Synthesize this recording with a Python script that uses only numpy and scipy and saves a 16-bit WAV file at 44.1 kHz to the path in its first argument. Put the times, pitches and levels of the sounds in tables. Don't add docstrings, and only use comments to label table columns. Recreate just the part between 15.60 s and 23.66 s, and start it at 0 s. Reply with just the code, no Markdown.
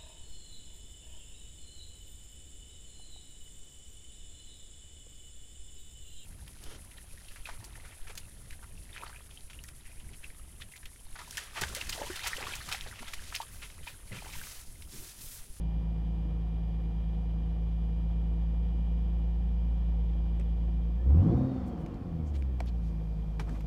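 import sys
import numpy as np
from scipy import signal
from scipy.fft import rfft, irfft, next_fast_len
from scipy.io import wavfile
from scipy.ndimage import uniform_filter1d

SR = 44100
rng = np.random.default_rng(int(sys.argv[2]) if len(sys.argv) > 2 else 0)


def persist_wave(psi):
    counts = np.round(np.clip(psi, -1, 1) * 32767).astype(np.int16)
    wavfile.write(sys.argv[1], SR, np.atleast_2d(counts).T)


N = 355490
TIME = np.arange(N) / SR
IDLE_TURNS, TOP_TURNS = 18.8, 44
OPEN_AT_S, OPENING_S, SHUT_AT_S, SHUTTING_S = 5.39, 0.12, 5.683, 0.23
EXHAUST_LAG_S = 0.03
MOVE_AT_S, MOVING_S = 5.1, 0.68


def amp(db):
    return np.exp(np.asarray(db) * (np.log(10) / 20))


def unit_rms(x):
    return x / np.sqrt(np.mean(x ** 2) + 1e-20)


def curve(rows):
    return np.interp(TIME, *np.transpose(rows))


def ramp(start_s, length_s):
    return np.clip((TIME - start_s) / length_s, 0, 1)


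def colour(points, hz):
    f, db = np.transpose(points)
    return amp(np.interp(np.log(hz + 1), np.log(f + 1), db))


def noise(shape, size=N):
    full = next_fast_len(size, True)
    hz = np.fft.rfftfreq(full, 1 / SR)
    spectrum = rng.standard_normal(2 * len(hz)).view(complex) * shape(hz)
    return unit_rms(irfft(spectrum, full)[:size])


def wander(hz, size=N):
    f = np.arange(1025) * SR / N
    slow = unit_rms(irfft(rfft(rng.standard_normal(2048)) / (1 + (f / hz) ** 4)))
    return np.interp(np.linspace(0, len(slow) - 1, size), np.arange(len(slow)), slow)


def add(mix, start_s, sound):
    part = mix[round(start_s * SR):][:len(sound)]
    part += sound[:len(part)]


def crank():
    # time in seconds, turns a second.
    speed = [(0.0, 18.31), (1.4, 18.25), (2.6, 18.46), (4.1, 18.75), (4.7, 18.5), (5.35, 18.7),
             (5.46, 20.8), (5.53, 23.8), (5.66, 35.18), (5.77, 42.21), (5.9, 44.04), (6.02, 41.93),
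             (6.45, 29.51), (6.8, 22.63), (7.05, 19.52), (7.35, 17.9), (8.06, 17.36)]
    return uniform_filter1d(curve(speed), size=3000)


def pace():
    return np.clip((crank() - IDLE_TURNS) / (TOP_TURNS - IDLE_TURNS), 0, None)


def throttle(lag_s=0):
    return ramp(OPEN_AT_S + lag_s, OPENING_S) - ramp(SHUT_AT_S + lag_s, SHUTTING_S)


def crank_tones(angle, orders, flutter_hz, rough=0.5):
    step = 10
    angle, out = angle[::step], 0
    for order, db in orders:
        phase = order * angle + 2 * np.pi * rng.random()
        strength = 1 + rough * wander(flutter_hz, len(angle))
        timing = rough * wander(flutter_hz, len(angle))
        out = out + amp(db) * (strength * np.sin(phase) + timing * np.cos(phase))
    return signal.resample_poly(out, step, 1)[:N] * np.sqrt(2 / (1 + 2 * rough ** 2))


def exhaust(angle):
    # frequency in Hz, gain in dB.
    booms = [(50, -33), (55.5, -29.5), (61, -30.5), (68, -29), (80, -34.5), (92, -32), (102, -44),
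             (114, -42.5), (128, -38), (148, -44.5), (158, -30.5), (166, -27.5), (180, -38.5), (215, -42),
             (258, -28.8), (400, -40.5)]
    # trim in dB, boost under throttle in dB,
    # change while coasting in dB, share of the drift, unsteadiness from 0 to 1.
    harmonics = [(0, 13.5, -11.5, 0.99, .05), (-8, 8.5, -1.5, -1, 0.07), (-12.5, 3, -12.5, 0, 0.07)]
    # time in seconds, trim in dB.
    drift = [(1.4, -2.1), (2.8, 0.36), (4.2, 1.45), (5.3, .2), (6.8, -1), (7.4, -3)]
    # multiple of the crank speed, idle level in dB.
    lope_orders = [(1.5, -66), (2, -59), (2.5, -58), (3.5, -52), (4.5, -53.5), (5, -64.5), (7.5, -60),
                   (8.5, -55), (9.5, -59.5), (10.5, -53.5), (12, -64), (13.5, -63), (18, -62.5), (26, -65)]
    speed, gas, drift_db = crank(), throttle(EXHAUST_LAG_S), curve(drift)
    catch_at_s, fade_s = 6.48, 0.13
    coasting = ramp(SHUT_AT_S + SHUTTING_S, fade_s) - ramp(catch_at_s, fade_s)
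    boom = 0
    for k, (db, throttle_db, coast_db, share, unsteady) in enumerate(harmonics):
        order = 3 * (k + 1)
        drive = amp(db + throttle_db * gas + coast_db * coasting + share * drift_db)
        strength = drive * colour(booms, order * speed) * (1 + unsteady * wander(26))
        boom = boom + strength * np.sin(order * angle)
    lope = crank_tones(angle, lope_orders, flutter_hz=3.1)
    return np.sqrt(2) * boom + lope * (speed[0] / speed) ** 2


def engine_bay(angle):
    # frequency in Hz, relative level in dB.
    idle_eq = [(15, -22.5), (35, 1), (110, -1.5), (210, -2), (320, -7), (410, -12.5), (480, -8.5),
               (600, -15.5), (655, -15), (720, -10.5), (850, -20), (1150, -22.5), (1500, -32.5),
               (4000, -54.5)]
    valve_eq = [(800, -28), (1500, -18), (1780, 1), (2000, -8), (2300, -5), (2700, -8.5), (3150, 0.5),
                (3600, -6.5), (4200, -17), (8000, -32)]
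    firing = np.cos(3 * angle)
    throb = 1 + 0.13 * np.cos(angle) + 0.078 * np.cos(angle / 2) + 0.031 * firing
    rumble = amp(-49.0) * noise(lambda hz: colour(idle_eq, hz)) * throb
    valve_db = -69.5 - 4 * ramp(MOVE_AT_S, MOVING_S)
    valves = amp(valve_db) * noise(lambda hz: colour(valve_eq, hz))
    chatter = unit_rms(amp(1.4 * firing + 1.3 * wander(22)))
    return rumble + valves * chatter


def alternator():
    order, idle_db, rise_db = 85.5, -89.5, 14
    belt = np.interp(TIME + EXHAUST_LAG_S, TIME, crank())
    hz = order * belt * (1 + .006 * wander(60))
    speed_db = idle_db + rise_db * np.tanh(2 * pace())
    pull_db = 8.5 * throttle(-EXHAUST_LAG_S) * (1 - pace())
    resonance_db = 15.5 / (1 + ((hz - 1750) / 50) ** 2)
    level = amp(speed_db + pull_db + resonance_db + 3 * wander(18))
    return np.sqrt(2) * level * np.sin(2 * np.pi * np.cumsum(hz) / SR)


def electrics():
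    # pitch in Hz, base level in dB, change in dB once the microphone has moved.
    partials = [(800.5, -67.5, -6), (943, -71, -4), (976.3, -75, -12), (1952.6, -86, -8), (2400, -73, -2),
                (2928.9, -75, -16), (3200, -79, -7), (3905, -88, -6), (4800, -83.5, -3), (5600, -97, -3),
                (12000, -106, 6)]
    # time in seconds, trim in dB.
    fader = [(4.9, -.5), (5.6, -2.5), (6, -7.5), (6.8, -4.5), (7.3, -0.2)]
    moved = ramp(MOVE_AT_S, MOVING_S)
    tones = sum(amp(db + change * moved) * np.sin(2 * np.pi * hz * TIME) for hz, db, change in partials)
    return np.sqrt(2) * tones * amp(curve(fader) + 0.57 * wander(1.8))


def cabin_hiss():
    # frequency in Hz, relative level in dB.
    hiss_eq = [(100, 0), (1000, -1.5), (2400, -3), (3500, -7), (4200, -8), (5200, -8.5), (7000, -14),
               (10000, -18), (13000, -23.5), (13800, -12), (14500, -21.5), (16000, -24.5)]
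    # time in seconds, level in dB.
    fader = [(6.5, -72), (7.3, -69)]
    return amp(curve(fader)) * noise(lambda hz: colour(hiss_eq, hz))


def rubs():
    # midpoint in seconds, half-length in seconds, level in dB, centre in Hz, width in octaves.
    cues = [(4.8, 0.031, -50, 414, 0.42), (6.08, 0.046, -71, 7000, 1), (6.213, 0.073, -76, 7000, 1),
            (6.681, 0.06, -69.5, 6200, 0.43), (6.757, 0.037, -56.5, 2370, 1.07),
            (6.784, .07, -73, 8300, 0.33), (7.083, 0.039, -58, 3500, 0.7), (7.266, .1, -69.5, 3500, 1.2),
            (7.811, 0.055, -43, 254, 0.7), (7.89, .05, -52, 900, 0.67), (7.926, 0.059, -37.5, 207, 0.7),
            (7.958, 0.047, -53, 750.5, 1), (7.942, 0.25, -70, 4000, 1.2)]
    out = np.zeros(N)
    for middle_s, half_s, db, centre_hz, octaves in cues:
        size = int(2 * half_s * SR)
        friction = rng.standard_normal(size)
        grain_db = 2.3 * unit_rms(uniform_filter1d(rng.standard_normal(size), size=60))
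        off_centre = np.log2((np.fft.rfftfreq(size, 1 / SR) + 1) / centre_hz) / octaves
        band = rfft(friction * amp(grain_db)) / (1 + off_centre ** 2 / 2) ** 2
        rub = unit_rms(irfft(band, size))
        add(out, middle_s - half_s, amp(db) * rub * np.hanning(size) ** 2)
    return out


def clicks():
    # start in seconds, level in dB, decay in seconds, ring in Hz, ring against burst in dB.
    cues = [(4.7977, -50, 0.0028, 8000, -12), (4.8115, -58, 0.0025, 2500, 6),
            (6.262, -49.5, 0.0023, 2300, -1), (6.342, -58, .003, 4000, -6),
            (6.8236, -53.5, 0.0016, 2340, 10), (7.0038, -39, 0.0029, 2300, 2),
            (7.061, -52, .001, 11000, -3), (7.796, -40, 0.012, 2344, -9), (7.894, -47, 0.0021, 8010, -13),
            (8.007, -50.5, 0.0038, 12000, -11)]
    # frequency in Hz, relative level in dB.
    burst_eq = [(200, -18), (800, 6.5), (1500, 2.5), (2400, -1), (4000, -7.5), (6000, -9.5), (10000, -18),
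                (16000, -28)]
    out, t = np.zeros(N), TIME[:4096]
    for start_s, db, decay_s, ring_hz, ring_db in cues:
        envelope = np.exp(-t / decay_s) + 0.078 * np.exp(-t / 0.039)
        burst = noise(lambda hz: colour(burst_eq, hz), size=len(t)) * envelope
        ring = np.sqrt(2) * amp(ring_db) * np.sin(2 * np.pi * ring_hz * t) * np.exp(-t / (0.79 * decay_s))
        add(out, start_s, amp(db) * (burst + ring))
    return out


def rev(angle):
    # multiple of the crank speed, relative level in dB.
    growl_orders = [(1.5, -36), (2, -39), (2.5, -47), (3.5, -51), (4, -51), (4.5, -33.5), (5, -43),
                    (5.5, -47.5), (6.5, -45), (7.5, -49), (8.5, -41.5), (10.5, -50.5), (12, -47.5),
                    (13.5, -50.5), (18, -62)]
    # frequency in Hz, relative level in dB.
    roar_eq = [(20, -24), (60, -4), (120, -2.5), (190, -1.5), (330, 1), (480, -10), (730, -22),
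               (1000, -20.5), (1300, -30.5), (1700, -38.5), (2700, -47), (5000, -50.5), (16000, -73.5)]
    growl = crank_tones(angle, growl_orders, flutter_hz=6.1)
    roar = amp(-32.0) * noise(lambda hz: colour(roar_eq, hz)) * (1 + 0.45 * np.cos(3 * angle))
    pulling = amp(1.35) * throttle() * (crank() / TOP_TURNS) ** 1.63
    spinning = amp(-10.5) * pace() ** 0.74
    effort = np.hypot(pulling, spinning)
    rush = amp(-52.5) * noise(lambda hz: hz / (1 + (hz / 700) ** 3.3))
    sizzle = amp(-74) * noise(lambda hz: 1 / (1 + ((hz - 4400) / 50) ** 2)
                              + .3 / (1 + ((hz - 5000) / 1500) ** 2))
    return cabin(effort * (growl + roar) + pace() * (rush + sizzle))


def cabin(x):
    # frequency in Hz, gain in dB.
    standing_waves = [(220, 4), (258, 1.5), (298, -2), (340, 1.5), (408, -10), (455, 0.5), (520, 4),
                      (570, 1), (635, -6.5), (730, 9), (860, -2.5), (1050, 0.5), (1250, 1), (1550, -1.5)]
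    full = next_fast_len(N + 4096, True)
    return irfft(rfft(x, full) * colour(standing_waves, np.fft.rfftfreq(full, 1 / SR)), full)[:N]


def pop():
    # start in seconds, length in seconds, level in dB, first and last pitch in Hz.
    cue = (7.0037, .0086, -33.5, 850, 550)
    start_s, length_s, db, first_hz, last_hz = cue
    out, hz = np.zeros(N), np.linspace(first_hz, last_hz, int(length_s * SR))
    ring = np.sin(2 * np.pi * np.cumsum(hz) / SR)
    add(out, start_s, amp(db) * ring * signal.windows.tukey(len(hz), .3))
    return out


def scene():
    angle = 2 * np.pi * np.cumsum(crank()) / SR
    engine = exhaust(angle) + engine_bay(angle) + rev(angle) + alternator()
    return (engine + electrics() + clicks() + rubs() + pop() + cabin_hiss())[None]


def record(dry):
    low_pass = signal.firwin(511, 15720, window=("kaiser", 9), fs=SR)
    return signal.oaconvolve(dry, low_pass[None], "same")


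dry = scene()
out = record(dry)
persist_wave(out)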